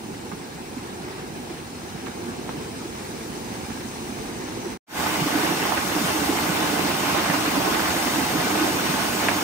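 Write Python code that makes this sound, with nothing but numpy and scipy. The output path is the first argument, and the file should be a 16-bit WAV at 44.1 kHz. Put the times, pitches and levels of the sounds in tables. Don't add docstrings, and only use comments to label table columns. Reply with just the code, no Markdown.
import sys
import numpy as np
from scipy import signal
from scipy.fft import rfft, irfft, next_fast_len
from scipy.io import wavfile
from scipy.ndimage import uniform_filter1d, map_coordinates

SR = 44100
rng = np.random.default_rng(int(sys.argv[2]) if len(sys.argv) > 2 else 0)


def generate_wav(signal):
    frames = np.transpose(np.atleast_2d(signal))
    scaled = np.clip(frames, -1, 1) * 32767
    pcm = np.round(scaled).astype(np.int16)
    wavfile.write(sys.argv[1], SR, pcm)


N = 415863

FADE_OUT_START_S, FADE_OUT_CUT_S, FADE_OUT_END_S = 4.725, 4.775, 4.8
FADE_IN_START_S, FADE_IN_END_S = 4.865, 5.005
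WALL_ECHO_S = 0.0068


def amp(db):
    return 10 ** (np.asarray(db) / 20)


def unit(x):
    return x / np.sqrt(np.mean(x ** 2) + 1e-20)


def along(points, hz):
    f, *columns = np.transpose(points)
    return np.array([np.interp(np.log(hz + 1), np.log(f + 1), column) for column in columns])


def curves(rows):
    s, *columns = np.transpose(rows)
    return [np.interp(np.arange(N) / SR, s, column) for column in columns]


def wobble(rate):
    knots = rng.standard_normal(N // 200)
    return map_coordinates(knots, [np.arange(N) * rate / SR])


def filtered(x, response):
    m = next_fast_len(N + SR // 2)
    return irfft(rfft(x, m) * response(np.fft.rfftfreq(m, 1 / SR)), m)[..., :N]


def glint():
    # t/s, centre f/Hz, level/dB
    drift = [(0, 6100, -85), (1.6, 6150, -64), (2.2, 6170, -56), (2.9, 6340, -58), (3.5, 6350, -52),
             (4.2, 6230, -51), (4.8, 5950, -48)]
    hz, level_db = curves(drift)
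    slow = unit(filtered(rng.standard_normal((2, N)), lambda f: 1 / (1 + (f / 220) ** 2)))
    carrier = np.sin(2 * np.pi * np.cumsum(hz) / SR)
    return amp(level_db + [[3.5], [-3.5]]) * slow * carrier


def thuds():
    # t/s, level/dB, f/Hz at the crest
    clumps = [(0.338, -28, 175), (0.775, -30, 264), (1.51, -28.5, 342), (1.956, -31, 150),
              (2.474, -28, 305), (2.557, -31, 279), (2.583, -32, 150), (2.803, -36, 357), (2.857, -29, 338),
              (3.708, -30, 261), (3.856, -27.5, 233), (4.124, -27, 256), (4.208, -30, 215),
              (4.296, -31, 332), (4.67, -26, 353), (5.222, -20, 172), (5.269, -18, 303),
              (5.356, -19.5, 304), (5.441, -19, 322), (5.511, -21, 320), (5.965, -21.5, 323),
              (6.058, -25, 279), (6.226, -19.5, 310), (6.298, -18, 306), (6.05, -21, 180),
              (6.501, -22.5, 176), (6.53, -27, 296), (6.581, -25.5, 301), (6.859, -19, 300),
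              (6.015, -24, 250), (6.1, -25, 300), (6.155, -22, 303), (7.09, -25, 300), (7.19, -20, 320),
              (7.265, -25, 300), (7.3, -22, 300), (7.35, -22, 280), (7.719, -20, 294), (7.303, -21, 177),
              (7.481, -20.5, 320), (7.581, -19.5, 278), (8.067, -21, 279), (8.192, -19.5, 301),
              (8.231, -21, 276), (8.354, -18, 276), (8.391, -23.5, 162), (8.452, -19, 256),
              (8.901, -24, 170), (8.619, -18, 314), (8.942, -23, 278), (9.369, -28, 302)]
    rise_s, fall_s = 0.008, 0.0095
    out = np.zeros(N + SR)
    t = np.arange(-2000, 3000) / SR
    envelope = np.exp(-(t / np.where(t < 0, rise_s, fall_s)) ** 2)
    for s, db, hz in clumps:
        cycles = hz * t * (1 - 3.8 * t)
        ring = envelope * np.sin(2 * np.pi * (cycles + rng.random()))
        out[round((s + t[0]) * SR):][:len(t)] += amp(db) * ring
    return out[:N] * amp([[-2], [2]])


def slaps():
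    # t/s, right level/dB, starting f/Hz, cycles to fall 25 dB, splatter level/dB
    hits = [(0.3165, -30, 1300, 4, 4), (2.0612, -26, 2800, 2, -5), (2.0635, -21, 4200, 2, -5),
            (2.0676, -21, 1600, 3, -6), (2.4922, -14, 1100, 2.5, -16), (2.4925, -21, 3000, 2, -18),
            (3.7025, -27, 1800, 3, -8), (3.809, -31, 2600, 4, -2), (4.146, -31, 2800, 5, -2),
            (5.063, -9, 1200, 3, -9), (5.718, -15, 1000, 4, 0), (5.7722, -9.5, 1800, 4, -4),
            (5.964, -13, 1100, 3, -7), (6.385, -16, 1800, 3, -1), (7.145, -14, 950, 5, -4),
            (7.165, -16, 1400, 4, 1), (7.1843, -10, 1600, 3, -6), (7.258, -13, 1300, 3, -3),
            (7.3003, -12, 2200, 5, 0), (7.3015, -13, 900, 4, -9), (7.34, -14, 1000, 5, -4),
            (7.565, -13, 900, 6, -3), (7.605, -14, 950, 5, -5), (7.65, -13, 900, 5, -4),
            (7.745, -14, 2200, 3, 0), (7.7955, -7, 1500, 2, -9), (7.9662, -11, 2000, 2.5, -7),
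            (9.2855, 0, 2200, 3.5, -11), (9.288, -12, 1000, 8, -7), (9.313, -14, 950, 5, -8),
            (9.3185, -13, 1200, 4, -8)]
    splatter_s, pitch_spread, drop_cycles = 0.018, 0.3, 3
    out = np.zeros((2, N + SR))
    t = np.arange(400) / SR
    for s, right_db, hz, cycles, splatter_db in hits:
        at_door = s < FADE_IN_START_S
        left_db, echo_db = right_db + np.array((-2, -9) if at_door else (-9, -6))
        fall = amp(-25 * t * hz / cycles)
        attack = 1 - np.exp(-4 * t * hz)
        smack = -1.4 * np.sin(2 * np.pi * hz * t / (1 + 100 * t)) * fall * attack
        arrivals = ((0, s, left_db), (1, s, right_db), (0, s + WALL_ECHO_S, echo_db))
        for side, start, db in arrivals:
            out[side, round(start * SR):][:len(t)] += amp(db) * smack
        for side, db in enumerate((echo_db, right_db)):
            delays = rng.exponential(splatter_s, size=30)
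            for late, tune, size_db in zip(delays, *rng.standard_normal((2, 30))):
                phase = hz * np.exp(pitch_spread * tune) * t
                drop_db = db + splatter_db + 2.5 * size_db - 200 * late - 25 * phase / drop_cycles
                out[side, round((s + late) * SR):][:len(t)] += amp(drop_db) * np.sin(2 * np.pi * phase)
    return filtered(out[:, :N], lambda f: 1 / (1 + 1j * f / 7000) ** 3 * f / (f - 300j))


def stereo(likeness, hz, wall):
    share, lag = along(likeness, hz)
    echo = (1 + wall * np.exp(-2j * np.pi * hz * WALL_ECHO_S)) / np.sqrt(1 + wall ** 2)
    late = np.exp(-.5j * lag)
    shared = np.sqrt(share) * np.array([late * echo, late.conj()])
    return shared, np.sqrt(1 - share)


def churn(likeness, patchy_db, flutter_db, flutter_rate, wall):
    z = signal.stft(rng.standard_normal((3, N)), nperseg=512)[2]
    field = uniform_filter1d(rng.standard_normal(z.shape[1:]), size=4, axis=0)
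    field = uniform_filter1d(field, size=6, axis=1)
    noise = signal.istft(z * amp(patchy_db * unit(field)), nperseg=512)[1][:, :N]
    noise = noise * amp(flutter_db * wobble(flutter_rate))
    shared = filtered(noise[0], lambda hz: stereo(likeness, hz, wall)[0])
    private = filtered(noise[1:], lambda hz: stereo(likeness, hz, wall)[1])
    return shared + private


def bubbles(count, pitch_hz, spread, cycles, scatter_db):
    draw = rng.random((count, 3))
    t = np.arange(400) / SR
    hz = pitch_hz * np.exp(spread * rng.standard_normal((count, 1)))
    age = t * hz / cycles
    envelope = np.exp(-3 * age) * (1 - np.exp(-25 * age))
    ring = np.sin(2 * np.pi * hz * t * (1 + 0.065 * age)) * envelope
    ring = ring * amp(-scatter_db * np.log(1 - .99 * draw[:, 1:2]))
    side = 2 * draw[:, 2:] - 1
    start = draw[:, :1] * N + 30

    def place(sign):
        first = (start + sign * side * 16).astype(int)
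        where = first + np.arange(400)
        return np.bincount(where.ravel(), (ring * amp(-3 * sign * side)).ravel(), N + 500)[:N]

    return unit(np.array([place(0.84), place(-1.35)]))


def band(colour, low_hz, high_hz, hollow):
    def response(hz):
        lift_db = sum(np.outer(db, 1 / (1 + (2 * (hz - c) / w) ** 2)) for c, w, *db in hollow)
        edges = 1 / np.sqrt((1 + (low_hz / (hz + 1)) ** 8) * (1 + (hz / high_hz) ** 8))
        return amp(along(colour, hz) + lift_db) * edges
    return response


def drumming_db(swell_db):
    t = np.arange(N) / SR
    swell = np.cos(2 * np.pi * 0.93 * (t - 4.96))
    return swell_db * swell - 0.27 * wobble(4.7)


def water(flow, colour, likeness, hollow, rumble_db, bubble_db, patter_db, swell_db):
    drum_db, splash_db, spray_db = curves(flow)
    drum_db = drum_db + drumming_db(swell_db)

    lows = churn(likeness, patchy_db=.7, flutter_db=0.3, flutter_rate=42, wall=0.028)
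    rumble = filtered(lows, band(colour, 0.91, 124, hollow))
    drum = filtered(lows, band(colour, 165, 855, hollow))

    foam = unit(churn(likeness, patchy_db=1.5, flutter_db=.6, flutter_rate=90, wall=0.8))
    ringing = bubbles(count=7000, pitch_hz=1250, spread=.5, cycles=8, scatter_db=2.8)
    patter = bubbles(count=5000, pitch_hz=1700, spread=.45, cycles=2, scatter_db=3)
    foam = foam + amp(bubble_db) * ringing + amp(patter_db) * patter
    foam = foam * amp(0.9 * wobble(14))
    splash = filtered(foam, band(colour, 773, 4070, hollow))

    hiss = churn(likeness, patchy_db=1.67, flutter_db=0.25, flutter_rate=33, wall=0)
    spray = filtered(hiss, band(colour, 2600, 30000, hollow))

    nearness_db = spray_db - spray_db.mean()
    out = amp(rumble_db + nearness_db) * unit(rumble)
    for layer, level_db in ((drum, drum_db), (splash, splash_db), (spray, spray_db)):
        out = out + amp(level_db) * unit(layer)
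    return out


def water_at_door():
    # t/s, drumming level/dB before its swell, splash level/dB, spray level/dB
    flow = [(0, -38, -42, -45.5), (1.3, -36, -41, -45), (1.7, -38.5, -41, -44.5), (2.5, -34.5, -40, -44),
            (3.2, -36.5, -39.5, -41.5), (4.15, -34.5, -39, -41.5), (4.75, -35, -37.5, -42.5)]
    # f/Hz, left level/dB, right level/dB
    colour = [(22, -38, -51), (46.3, -14.5, -14), (98, -9.5, -9), (226, -4, -0.5), (358, -3, -3.5),
              (460, -5, -5), (600, -13.5, -12.5), (770, -13.5, -9.5), (1220, -19, -15), (2360, -19.5, -17),
              (3240, -23.5, -21.5), (6050, -17.5, -22), (7100, -21.5, -17.5)]
    # f/Hz, left level/dB, right level/dB
    top = [(10200, -24.5, -21.5), (12000, -35, -35), (15500, -28, -28)]
    # f/Hz, share of power [0-1], left lag [radians]
    likeness = [(50, .94, .35), (330, .89, .45), (600, .45, 1.8), (850, .4, .6), (1500, .35, 2.6),
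                (2400, .45, 6), (3500, .3, 9), (9000, .25, 19), (11500, 0, 8 * np.pi),
                (13300, .95, 8 * np.pi)]
    # f/Hz, width/Hz, left boost/dB, right boost/dB
    barn = [(240, 41, 2.5, 2), (350, 36, 1.5, 5.5), (770, 70, 2.5, 1.5), (910, 63, 3, 1),
            (1360, 280, 1.5, -2), (1650, 160, 4.5, 2), (2760, 250, 2.5, -3.5), (3540, 350, 2, -3),
            (4000, 250, 2.5, 2.5), (5440, 200, 3, 3.5), (7100, 670, 2.5, -10.5)]
    return water(flow, colour + top, likeness, hollow=barn, rumble_db=-45.0, bubble_db=-15,
                 patter_db=-22.5, swell_db=-1.0)


def water_at_wheel():
    # t/s, drumming level/dB before its swell, splash level/dB, spray level/dB
    flow = [(5, -31, -26.5, -31.5), (5.4, -28, -26, -31), (5.75, -30.5, -26, -32),
            (6.05, -28.5, -25.5, -30), (6.4, -28.5, -26, -30.5), (6.8, -28, -25, -31),
            (7.2, -28.5, -25, -30.5), (7.55, -28.5, -25.5, -31), (8, -29, -25, -29.5),
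            (8.4, -28, -25.5, -30), (8.8, -28.5, -25, -30.5), (9.15, -29.5, -26, -30),
            (9.43, -28, -25.5, -30.5)]
    # f/Hz, left level/dB, right level/dB
    colour = [(22, -50, -50), (45.5, -25, -17.5), (77.6, -10, -10.5), (116, -12.5, -8), (190, -1.5, 2),
              (410, -2.5, -1.5), (670, -12, -3), (1035, -16.5, -13), (1960, -15.5, -13),
              (3530, -18.5, -19.5), (5780, -12, -19.5), (7360, -18, -18.5)]
    # f/Hz, left level/dB, right level/dB
    top = [(10200, -20.5, -15.5), (11400, -28, -28), (12900, -21, -21), (15500, -21.5, -21.5)]
    # f/Hz, share of power [0-1], left lag [radians]
    likeness = [(50, .97, .3), (330, .93, .3), (550, .2, 1), (850, .75, -.6), (1400, .35, .6),
                (1900, .45, 2.4), (2600, .5, 0), (3500, .35, 2.6), (9000, .3, 7), (11500, 0, 4 * np.pi),
                (13800, .9, 4 * np.pi)]
    # f/Hz, width/Hz, left boost/dB, right boost/dB
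    buckets = [(306, 54, 7, 8), (422, 37, 2.5, 2.5), (754, 63, 1.5, 1), (856, 99, 3.5, 5),
               (1077, 120, 8.5, 3.5), (1250, 18, 5, 8), (1484, 30, 9, 6), (1620, 91, 3, 1),
               (2054, 40, 1.5, 5.5), (2760, 33, 1, 2), (3000, 130, 3.5, -1.5), (3610, 150, 4.5, -2)]
    return water(flow, colour + top, likeness, hollow=buckets, rumble_db=-41.5, bubble_db=-19.5,
                 patter_db=-17.5, swell_db=-0.5)


def scene():
    at_door = np.arange(N) / SR < FADE_IN_START_S
    place = np.where(at_door, water_at_door() + glint(), water_at_wheel())
    return place + slaps() + thuds()


def record(dry):
    t = np.arange(N) / SR
    leaving = np.clip((FADE_OUT_END_S - t) / (FADE_OUT_END_S - FADE_OUT_START_S), 0, 1)
    leaving = leaving * amp(-25 * (t > FADE_OUT_CUT_S) - 700 * np.clip(t - FADE_OUT_CUT_S, 0, 1))
    arriving = np.clip((t - FADE_IN_START_S) / (FADE_IN_END_S - FADE_IN_START_S), 0, 1) ** 1.6
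    return filtered(dry * (leaving + arriving), lambda hz: np.clip((15750 - hz) / 100, 0, 1) ** 2)


dry = scene()
out = record(dry)
generate_wav(out)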